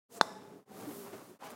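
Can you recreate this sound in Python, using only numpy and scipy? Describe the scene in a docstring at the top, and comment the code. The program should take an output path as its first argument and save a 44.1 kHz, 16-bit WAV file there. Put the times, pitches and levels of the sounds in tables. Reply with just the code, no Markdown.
"""Indoors, on a turf mat over a hard floor, a putter knocks a golf ball close to the microphone. Putter and
ball ring briefly, and the room answers with echoes and a fading tail. The rolling ball makes a low rumble, soft
bumps and a rustle of plastic blades, with faint hollow tones and one sharp flick. Short swishes brush over the
turf, the first two as the putter swings in before the knock. The sound comes in three stretches, each faded in
and out."""
import sys
import numpy as np
from scipy import signal
from scipy.fft import rfft, irfft, next_fast_len
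from scipy.io import wavfile

SR = 44100
rng = np.random.default_rng(int(sys.argv[2]) if len(sys.argv) > 2 else 0)


def log_audio(samples):
    """Write samples as a 16-bit WAV file to the path given in sys.argv[1]."""
    # one column per channel
    frames = np.atleast_2d(samples).T
    # limit to full scale, then quantise
    limited = np.clip(frames, -1, 1)
    pcm = np.round(limited * 32767).astype(np.int16)
    wavfile.write(sys.argv[1], SR, pcm)


N = 68355
STRIKE_S = 0.2118  # the putter meets the ball
# stretches of sound: start/s, fade-in/s, end/s, fade-out/s
STRETCHES = [(0.087, 0.062, 0.6547, .085), (.652, 0.071, 1.3875, .085), (1.386, 0.058, 1.7, .05)]


def undb(db):
    """Turn decibels into a factor to multiply by."""
    return 10 ** (np.asarray(db) / 20)


def unit(x):
    """Scale a signal so that its average size (rms) is 1."""
    return x / np.sqrt(np.mean(x ** 2))


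def clock():
    """The time of every sample, in seconds."""
    return np.arange(N) / SR


def noise():
    """White noise: an even hiss."""
    return rng.standard_normal(N)


def colour(x, points):
    """Make some pitches louder and others softer, along a curve of (f/Hz, level/dB) points."""
    size = 2 * next_fast_len(N)
    hz, db = np.array(points).T
    bin_hz = np.arange(size // 2 + 1) * SR / size
    gain = undb(np.interp(np.log(bin_hz + 1), np.log(hz), db))
    # folding the cepstrum keeps the filter from sounding before its input does
    cepstrum = irfft(np.log(gain))
    cepstrum[1:size // 2] *= 2
    cepstrum[size // 2 + 1:] = 0
    return irfft(rfft(x, size) * np.exp(rfft(cepstrum)))[:N]


def wander(per_s):
    """A random drift of size about 1 that heads for a new value per_s times a second."""
    return unit(np.interp(clock() * per_s, np.arange(N), noise()))


def since(start):
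    """Seconds since start, zero before."""
    return np.maximum(clock() - start, 0)


def decay(start, t60):
    """Jump to 1 at start, then die away; t60 is the time it takes to fall by 60 dB."""
    return (clock() >= start) * np.exp(-np.log(1000) * since(start) / t60)


def ring(start, hz, t60):
    """One pure tone that dies away, as from something struck."""
    return np.sin(2 * np.pi * hz * since(start)) * decay(start, t60)


def swell(middle, half_length):
    """A rounded rise and fall."""
    return np.exp(-.5 * np.abs((clock() - middle) / half_length) ** 3)


def blades(per_s=9000, size_scatter=0.17):
    """Plastic blades spring back, making a crowd of tiny clicks."""
    clicks = rng.random(N) < per_s / SR
    return clicks * noise() * np.exp(size_scatter * noise())


def rolling():
    """The mat rumbles under the ball while its blades scrub and rustle."""
    # loudness over time: t/s, rumble level/dB, scrub level/dB, rustle level/dB
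    levels = [(.1, -56.5, -62.5, -65), (0.169, -56.5, -56.5, -78), (0.301, -53, -58, -86),
              (.45, -56.5, -63, -71), (.57, -54.5, -65, -72.5), (.72, -54, -59.5, -64),
              (0.812, -47, -52.5, -54.5), (.86, -47.5, -54, -59.5), (.93, -49, -53.5, -56),
              (1., -51.5, -58, -55), (1.07, -56, -53.5, -59.5), (1.11, -55, -57.5, -60.5),
              (1.141, -47.5, -52.5, -58.5), (1.2, -56, -59, -61.5), (1.312, -54.5, -61, -63.5),
              (1.41, -52.5, -47, -58.5), (1.45, -58, -52.5, -71), (1.49, -54.5, -51.5, -64),
              (1.55, -53.5, -57, -65)]
    # colours of the low rumble, the middle scrub and the high rustle: f/Hz, level/dB
    rumble_colour = [(25, -17), (70, -22.5), (105, -4.5), (145, -7), (192, 2), (265, 0.5), (300, 0),
                     (340, -6.5), (410, 2), (470, -6), (540, -5), (750, -15), (1200, -34.5), (3000, -49)]
    scrub_colour = [(200, -26), (500, -1), (800, -0.5), (1150, 0), (1600, -7), (2300, -12), (4000, -17),
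                    (7000, -21), (16000, -42.5)]
    rustle_colour = [(1000, -11), (2500, -6.5), (4500, -3.5), (6500, -1.5), (10000, 0), (14000, -2),
                     (16000, -2.5)]
    times, *columns = np.array(levels).T
    rumble_db, scrub_db, rustle_db = (np.interp(clock(), times, db) for db in columns)
    flicker_db = 1.07 * wander(per_s=35.25)
    rumble = undb(rumble_db + flicker_db) * unit(colour(noise(), rumble_colour))
    scrub = undb(scrub_db + flicker_db) * unit(colour(blades(), scrub_colour))
    rustle = undb(rustle_db) * unit(colour(unit(blades()) + noise(), rustle_colour))
    return rumble + scrub + rustle


def hollow_tones(waver=.015):
    """Faint hollow tones come and go, their pitch wavering a little."""
    # tones: middle t/s, half-length/s, level/dB, f/Hz
    tones = [(0.122, 0.019, -53.5, 470), (.178, 0.0084, -49.5, 470), (0.196, 0.046, -54, 684.4),
             (.57, 0.15, -60.5, 409.3), (0.76, 0.12, -62, 770), (0.993, 0.039, -51, 409),
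             (1.048, 0.036, -53.5, 395), (1.313, .025, -55, 372.4), (1.453, 0.028, -53, 812),
             (1.47, 0.052, -58, 630)]
    out = np.zeros(N)
    for middle, half_length, db, hz in tones:
        pitch_hz = hz * (1 + waver * wander(per_s=90))
        tone = np.sqrt(2) * np.sin(2 * np.pi * np.cumsum(pitch_hz) / SR)
        out += undb(db) * swell(middle, half_length) * tone
    return out


def swishes():
    """Short brushes over the turf, each a swelling band of clicks and hiss."""
    # brushes: middle t/s, half-length/s, level/dB, centre f/Hz, width/octaves
    brushes = [(0.139, 0.03, -54.5, 7040, 1.5), (0.176, 0.012, -54.5, 7400, 0.56),
               (0.962, 0.096, -56.5, 12400, .6), (1.456, 0.018, -56.5, 8100, 3.5),
               (1.458, 0.023, -58.5, 2400, 0.47), (1.51, 0.011, -55, 9100, 2.6)]
    grid_hz = np.geomspace(50, 20000, 40)
    out = np.zeros(N)
    for middle, half_length, db, hz, octaves in brushes:
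        band_db = -10 * np.log10(1 + (2 * np.log2(grid_hz / hz) / octaves) ** 2)
        rustle = colour(unit(blades()) + noise(), np.c_[grid_hz, band_db])
        out += undb(db) * swell(middle, half_length) * unit(rustle)
    return out


def putt(contact_s=0.000721, knock_db=-4.5, crack_db=-25):
    """A short push makes the knock and rings putter and ball; nearby surfaces add a dry crack."""
    # how well the push turns into sound: f/Hz, level/dB
    knock_colour = [(40, -56), (90, -52.5), (170, -16), (450, -9.5), (1000, -0.5), (1550, 4.5),
                    (2600, -1.5), (3200, -3), (4000, 18.5), (5200, 14), (6000, -2), (8700, 4.5),
                    (11500, -4.5), (16000, -9)]
    # ringing tones of putter and ball: f/Hz, level/dB, t60/s
    club_tones = [(170, -57, 0.021), (886, -23, 0.024), (1500, -35.5, .025), (3565, -25.5, 0.03),
                  (4430, -35, 0.03), (5120, -28.5, 0.016), (6480, -29, .012), (7030, -44, 0.022),
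                  (8000, -53, .012), (8780, -33, .013), (9500, -54.5, 0.012), (11330, -45, .016)]
    # sound thrown back by nearby surfaces: f/Hz, level/dB
    crack_colour = [(300, -27), (1000, -1.5), (2100, 5.5), (2700, -16.5), (4000, -0.5), (6000, -4.5),
                    (7800, -3.5), (10000, -15), (16000, -20)]
    push = np.sin(np.pi * np.minimum(since(STRIKE_S) / contact_s, 1))
    knock = colour(push, knock_colour)
    knock = undb(knock_db) * knock / np.abs(knock).max()
    ringing = sum(undb(db) * ring(STRIKE_S + contact_s / 2, hz, t60) for hz, db, t60 in club_tones)
    crack = undb(crack_db) * unit(colour(noise(), crack_colour)) * decay(STRIKE_S, t60=0.013)
    return ringing + crack - knock


def room(knock, tail_db=-44.5, build_s=.005, waver=0.9):
    """The walls echo the knock, then leave a blurred tail and a few unevenly lingering tones."""
    # first echoes off the walls: delay/s, level/dB
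    walls = [(0.0107, -41.5), (.0128, -33), (.0156, -30.5), (.0206, -29.5)]
    # colours of the echoes and of the tail: f/Hz, level/dB
    echo_colour = [(100, -10), (1000, -4), (4000, -4), (8000, 3.5), (14000, 13.5)]
    tail_colour = [(100, -14), (250, -12), (500, -2.5), (700, -2), (1050, -0.5), (1500, -6), (2300, -22.5),
                   (3200, -26), (3620, -7.5), (4500, -21.5), (5300, -8), (6200, -20), (7500, -17.5),
                   (11000, -24.5), (16000, -33)]
    # tones at which the room rings: f/Hz, level/dB, t60/s
    room_tones = [(655, -56, 1), (846, -47, 0.72), (859, -48, 1.0), (1025, -59.5, 0.46), (1720, -59, 0.88),
                  (2016, -60.5, 0.6)]
    t = clock()
    copies = sum(undb(db) * np.interp(t - delay, t, knock) for delay, db in walls)
    echoes = colour(copies, echo_colour)
    build_up = 1 - np.exp(-since(STRIKE_S) / build_s)
    tail = undb(tail_db) * unit(colour(noise(), tail_colour)) * decay(STRIKE_S, t60=0.69)
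    ringing = sum(undb(db) * ring(STRIKE_S, hz, t60) * (1 + waver * wander(per_s=46))
                  for hz, db, t60 in room_tones)
    return echoes + build_up * (tail + ringing)


def bumps(rise_share=0.072):
    """The ball rides over uneven spots, making soft knocks that die quickly."""
    # bumps: t/s, relative level/dB, f/Hz, t60/s
    spots = [(.869, -35.5, 298, 0.11), (1.124, -44.5, 381, 0.098), (1.136, -43, 638, 0.045),
             (1.223, -42.5, 302, 0.037), (1.4244, -36.5, 890, 0.015), (1.435, -40, 1010, 0.025),
             (1.489, -74, 440, 0.035)]
    out = np.zeros(N)
    for start, db, hz, t60 in spots:
        soft_start = 1 - np.exp(-since(start) / (rise_share * t60))
        out += 2 * undb(db) * ring(start, hz, t60) * soft_start
    return out


def blade_flick(at_s=1.5048, peak_db=-35.5):
    """One blade flicks with a sharp tick."""
    # colour of the tick: f/Hz, level/dB
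    tick_colour = [(300, -22), (2000, 3), (6000, -10), (9000, 0), (16000, -6)]
    click = np.gradient(1. * (clock() >= at_s))
    tick = colour(click, tick_colour)
    return undb(peak_db) * tick / np.abs(tick).max()


def fades(rise_power=1.17, fall_power=1.31):
    """A volume curve: each stretch rises from silence and sinks back."""
    volume = np.zeros(N)
    for start, rise, end, fall in STRETCHES:
        fade_in = np.clip((clock() - start) / rise, 0, 1) ** rise_power
        fade_out = np.clip((end - clock()) / fall, 0, 1) ** fall_power
        volume += fade_in * fade_out
    return volume


def scene(hiss_db=-99.5):
    """All the sounds under the fades, over a trace of hiss that starts with the first stretch."""
    knock = putt()
    sound = knock + room(knock) + rolling() + swishes() + bumps() + hollow_tones() + blade_flick()
    hiss = undb(hiss_db) * noise() * (clock() > STRETCHES[0][0])
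    return (sound * fades() + hiss)[None]


def record(dry, low_hz=75, top_hz=15900):
    """The small microphone thins the bass; the recorder cuts the highest treble."""
    bass_cut = signal.butter(2, low_hz, "high", fs=SR, output="sos")
    treble_cut = signal.ellip(10, .2, 70, top_hz, fs=SR, output="sos")
    return signal.sosfilt(treble_cut, signal.sosfilt(bass_cut, dry))


dry = scene()
out = record(dry)
log_audio(out)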